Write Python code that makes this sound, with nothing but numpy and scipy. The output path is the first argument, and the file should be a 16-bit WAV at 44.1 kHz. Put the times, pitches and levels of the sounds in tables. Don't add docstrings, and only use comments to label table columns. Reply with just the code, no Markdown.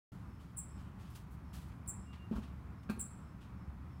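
import sys
import numpy as np
from scipy import signal
from scipy.fft import rfft, irfft
from scipy.io import wavfile
from scipy.ndimage import uniform_filter1d

SR = 44100
rng = np.random.default_rng(int(sys.argv[2]) if len(sys.argv) > 2 else 0)


def generate_wav(sig):
    pcm = np.round(np.clip(np.atleast_2d(sig).T, -1, 1) * 32767).astype(np.int16)
    wavfile.write(sys.argv[1], SR, pcm)


N = 176400


def undb(db):
    return 10 ** (np.asarray(db) / 20)


def unit(x):
    return x / np.sqrt(np.mean(x ** 2) + 1e-20)


def drift(rate):
    hold = max(int(SR / rate), 2)
    steps = np.repeat(rng.standard_normal(N // hold + 1), hold)
    return unit(uniform_filter1d(uniform_filter1d(steps, hold), hold)[:N])


def noise(colour, tilt_db=0, low_hz=0, top_hz=SR):
    hz = np.maximum(np.arange(N // 2 + 1) * SR / N, 1)
    points = np.array(colour, float)
    db = np.interp(np.log(hz), np.log(points[:, 0]), points[:, 1])
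    db += tilt_db * np.log2(np.maximum(hz, 2500))
    edges = 1 / np.sqrt((1 + (hz / top_hz) ** 6) * (1 + (low_hz / hz) ** 6))
    return unit(irfft(rfft(rng.standard_normal(N)) * undb(db) * edges, N))


def fade(t, fade_s):
    return np.exp(-np.log(1000) * np.maximum(t, 0) / max(fade_s, 1e-3))


def ramp(t, rise_s):
    return np.sin(np.pi / 2 * np.clip(t / max(rise_s, 1e-4), 0, 1)) ** 2


def arch(t, start, length):
    return np.sin(np.pi * np.clip((t - start) / length, 0, 1))


def echo_wash(sound, fade_s, rise_s):
    t = np.arange(SR) / SR
    echoes = rng.standard_normal(SR) * fade(t, fade_s) * ramp(t, rise_s)
    return signal.fftconvolve(sound, echoes / np.sqrt(np.sum(echoes ** 2)))[:N]


def phase_of(hz):
    return 2 * np.pi * np.cumsum(hz) / SR


def scattered(hz, spread_hz):
    phase = phase_of(hz)
    return drift(2 * spread_hz) * np.sin(phase) + drift(2 * spread_hz) * np.cos(phase)


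def traffic():
    # (frequency [Hz], level [dB])
    traffic_colour = [(20, -24), (30, -42), (40, -11), (52, -6.5), (66, 2.5), (92, -5), (120, -3.5),
                      (145, -7), (185, -4.5), (230, -12.5), (280, -14.5), (380, -24), (480, -29),
                      (650, -29), (850, -26), (1050, -24.5), (1330, -26.5), (1600, -32.5), (2000, -35.5),
                      (2600, -40), (4000, -109)]
    # (pitch [Hz], level [dB])
    engine_tones = [(73, -59), (118.5, -57.5)]
    # (frequency [Hz], level [dB])
    air_colour = [(1500, -4.5), (2200, -2.5), (2900, -4), (3400, -6), (4500, -9.5), (7000, -14),
                  (15000, -16.5)]
    rumble = undb(-49.5 + 0.95 * drift(24.72)) * noise(traffic_colour, top_hz=3000)
    drone = np.zeros(N)
    for hz, db in engine_tones:
        level = undb(db + 3.5 * drift(5.7))
        drone += level * np.sin(phase_of(hz * (1 + 0.0259 * drift(10))))
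    air = undb(-76.5 + 0.5 * drift(4.57)) * noise(air_colour, low_hz=1680)
    return rumble + drone + air


def sleeve(t):
    # (time [s], rise time [s], fade time [s], level [dB], treble tilt [dB per octave])
    strokes = [(.1, 0.025, 1, -73, 4), (.39, 0.019, 0.64, -71, 3), (.73, 0.079, .4, -70.5, 1.5),
               (.97, 0.041, 0.95, -67.5, 2), (1.10, .004, 0.36, -65.5, 7), (1.144, 0.016, 0.21, -58.5, 6),
               (1.292, 0.036, 0.33, -72, 11), (1.525, .016, 0.54, -57, 5), (1.717, 0.005, 0.044, -65, -6),
               (1.859, .003, 0.034, -67, 4), (2.126, 0.0068, 0.28, -62, -3.5),
               (2.308, 0.0091, 0.71, -64.5, -3), (2.351, 0.012, 0.29, -62.5, 2.5),
               (2.409, 0.027, 0.22, -62, -1.5), (2.83, 0.0036, 0.082, -68.5, 1),
               (2.989, .01, 0.14, -64.5, 2), (3.40, 0.018, 0.39, -65.5, -0.5)]
    # (frequency [Hz], level [dB])
    cloth_colour = [(300, -11), (1200, 6), (2200, 2), (2650, 5.5), (3000, 6.5), (3600, 2), (4500, -1),
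                    (6000, -5), (10000, -9), (15500, -16.5)]
    rustle = np.zeros(N)
    for start, rise_s, fade_s, db, tilt_db in strokes:
        swell = ramp(t - start, rise_s) * fade(t - start - rise_s, fade_s)
        rustle += undb(db) * swell * noise(cloth_colour, tilt_db, low_hz=300)
    return rustle * undb(drift(60))


def far_birds(t):
    # (time [s], level [dB])
    peeps = [(0.252, -83.5), (.66, -80.5), (1.06, -86), (1.43, -83), (1.95, -82), (2.73, -83),
             (3.20, -84.5), (3.54, -85), (3.86, -84)]
    # (time [s], length [s], level [dB])
    twitters = [(0.387, 0.047, -76), (0.776, .18, -79)]
    # (time [s], length [s], level [dB])
    notes = [(2.054, .105, -70.5), (2.176, 0.1, -69)]
    peep_hz, peep_fall_hz, peep_s = 5360, 122, 0.17
    twitter_hz, whistle_hz, edge_s = 3000, 2802, 0.028
    calls, whistles = np.zeros(N), np.zeros(N)
    for start, db in peeps:
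        hz = peep_hz - peep_fall_hz * np.clip((t - start) / peep_s, 0, 1)
        calls += undb(db) * arch(t, start, peep_s) * scattered(hz, spread_hz=200)
    for start, length, db in twitters:
        calls += undb(db) * arch(t, start, length) * scattered(np.full(N, twitter_hz), spread_hz=230)
    tone = np.sqrt(2) * np.sin(phase_of(whistle_hz * (1 + 0.0043 * drift(110))))
    for start, length, db in notes:
        whistles += undb(db) * tone * ramp(t - start, edge_s) * ramp(start + length - t, edge_s)
    return calls + whistles + undb(-6) * echo_wash(whistles, fade_s=0.13, rise_s=0.0069)


def near_bird(t):
    # (time [s], level [dB], base pitch [Hz])
    chips = [(0.564, -44, 7445), (1.870, -43.5, 7330), (2.988, -42, 7450)]
    # (time [s], pitch above the base [Hz], tone level [dB], octave level [dB])
    chip_shape = [(0, 2747.5, -36, -60), (.003, 3028, -10.5, -45), (.0058, 2503, -8, -13),
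                  (.0078, 668, 0.5, -19), (0.01, 63, 1.5, -5), (0.0135, 180, -12.5, -14),
                  (.019, -84, -17, -32)]
    times, *curves = np.array(chip_shape).T
    edge_s, pitch_wobble = 0.001, 0.007
    tone, octave = np.zeros(N), np.zeros(N)
    for start, db, base_hz in chips:
        age = t - start
        above_hz, tone_db, octave_db = (np.interp(age, times, curve) for curve in curves)
        phase = phase_of((base_hz + above_hz) * (1 + pitch_wobble * drift(1500)))
        sounding = ramp(age, edge_s) * ramp(times[-1] - age, edge_s)
        tone += sounding * undb(db + tone_db) * np.sin(phase)
        octave += sounding * undb(db + octave_db) * np.sin(2 * phase)
    return tone, octave


def house_echoes(tone, octave):
    # (delay [s], level [dB])
    bounces = [(.004, -4), (.0085, 0), (0.014, 2.5)]
    early = np.zeros(N)
    for delay, db in bounces:
        delayed = np.roll(tone + octave, int(delay * SR))
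        early += undb(db) * echo_wash(delayed, fade_s=0.0063, rise_s=0.00051)
    dulled = tone + undb(-13) * octave
    porch = undb(9.5) * echo_wash(dulled, fade_s=0.18, rise_s=0.015)
    yard = undb(-0.5) * echo_wash(dulled, fade_s=0.49, rise_s=0.032)
    return early + porch + yard


def camera_shifts(t):
    # (time [s], length [s], level [dB])
    moves = [(2.286, 0.135, -43.5), (2.9, .14, -55)]
    # (frequency [Hz], level [dB])
    rumble_colour = [(15, -38), (28, -35), (42, -5), (58, 5), (110, -26), (300, -59)]
    return noise(rumble_colour) * sum(undb(db) * arch(t, start, length) for start, length, db in moves)


def camera_bumps(t):
    # (time [s], thud level [dB], rattle level [dB], top edge of the rattle [Hz])
    knocks = [(2.312, -29.5, -60, 600), (2.325, -40, -50, 1080), (2.335, -41, -70, 800),
              (2.356, -40.5, -51.5, 1110), (2.364, -43, -50.5, 1120), (2.382, -36.5, -68, 1000),
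              (2.418, -48, -65, 1210), (2.892, -41, -52.5, 2980), (2.897, -31, -46, 12000),
              (2.916, -46, -55, 3520), (2.927, -46.5, -67, 3000), (2.976, -42.5, -68, 1000)]
    # (pitch [Hz], level [dB], fade time [s])
    body_tones = [(78, -19, 0.18), (182, -8.5, 0.077), (212.4, 1, 0.13), (235.2, -10.5, 0.13),
                  (356, -8, 0.077)]
    # (pitch [Hz], level [dB], fade time [s])
    case_tones = [(1030, -10, 0.12), (1391, -2, .09), (1500, -5, 0.093), (1603, 0, 0.054),
                  (2410, -10, 0.12), (2546, -7.5, 0.12), (2600, -24, .1), (4250, -11, 0.091),
                  (4520, -16, 0.07)]
    # (frequency [Hz], level [dB])
    rattle_colour = [(200, -19), (500, -6.5), (800, -3), (1020, -0.5), (1250, -0.5), (1480, -14),
                     (2100, -11), (2500, -4.5), (2900, -16), (4300, -12.5), (5200, -21), (15000, -16.5)]
    out, age = np.zeros(N), t[:SR // 2]
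    body = sum(undb(db) * np.sin(2 * np.pi * hz * age) * fade(age, fade_s)
               for hz, db, fade_s in body_tones)
    thud = body * ramp(age, rise_s=0.0023)
    for start, thud_db, rattle_db, top_hz in knocks:
        ring = np.zeros(len(age))
        for hz, db, fade_s in case_tones:
            level = undb(db) / np.hypot(1, (hz / top_hz) ** 3)
            detuned_hz = hz * (1 + 0.0098 * rng.standard_normal())
            ring += level * np.sin(2 * np.pi * detuned_hz * age) * fade(age, fade_s)
        knock = undb(thud_db) * thud + undb(rattle_db) * ring
        out += np.interp(t - start, age, knock, left=0, right=0)
        burst = ramp(t - start, rise_s=0.0014) * fade(t - start, fade_s=0.14)
        out += undb(rattle_db) * burst * noise(rattle_colour, top_hz=top_hz)
    room = undb(-10.5) * echo_wash(out, fade_s=0.69, rise_s=0.029)
    return out + room


def scene():
    t = np.arange(N) / SR
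    background = traffic() + sleeve(t) + far_birds(t)
    tone, octave = near_bird(t)
    bird = tone + octave + house_echoes(tone, octave)
    return (background + bird + camera_shifts(t) + camera_bumps(t))[None]


def record(dry):
    start_s, top_hz = 0.118, 15750
    opened = dry * ramp(np.arange(N) / SR - start_s, rise_s=0.0025)
    treble_cut = signal.ellip(10, 0.2, 80, top_hz, fs=SR, output="sos")
    return signal.sosfilt(treble_cut, opened)


dry = scene()
out = record(dry)
generate_wav(out)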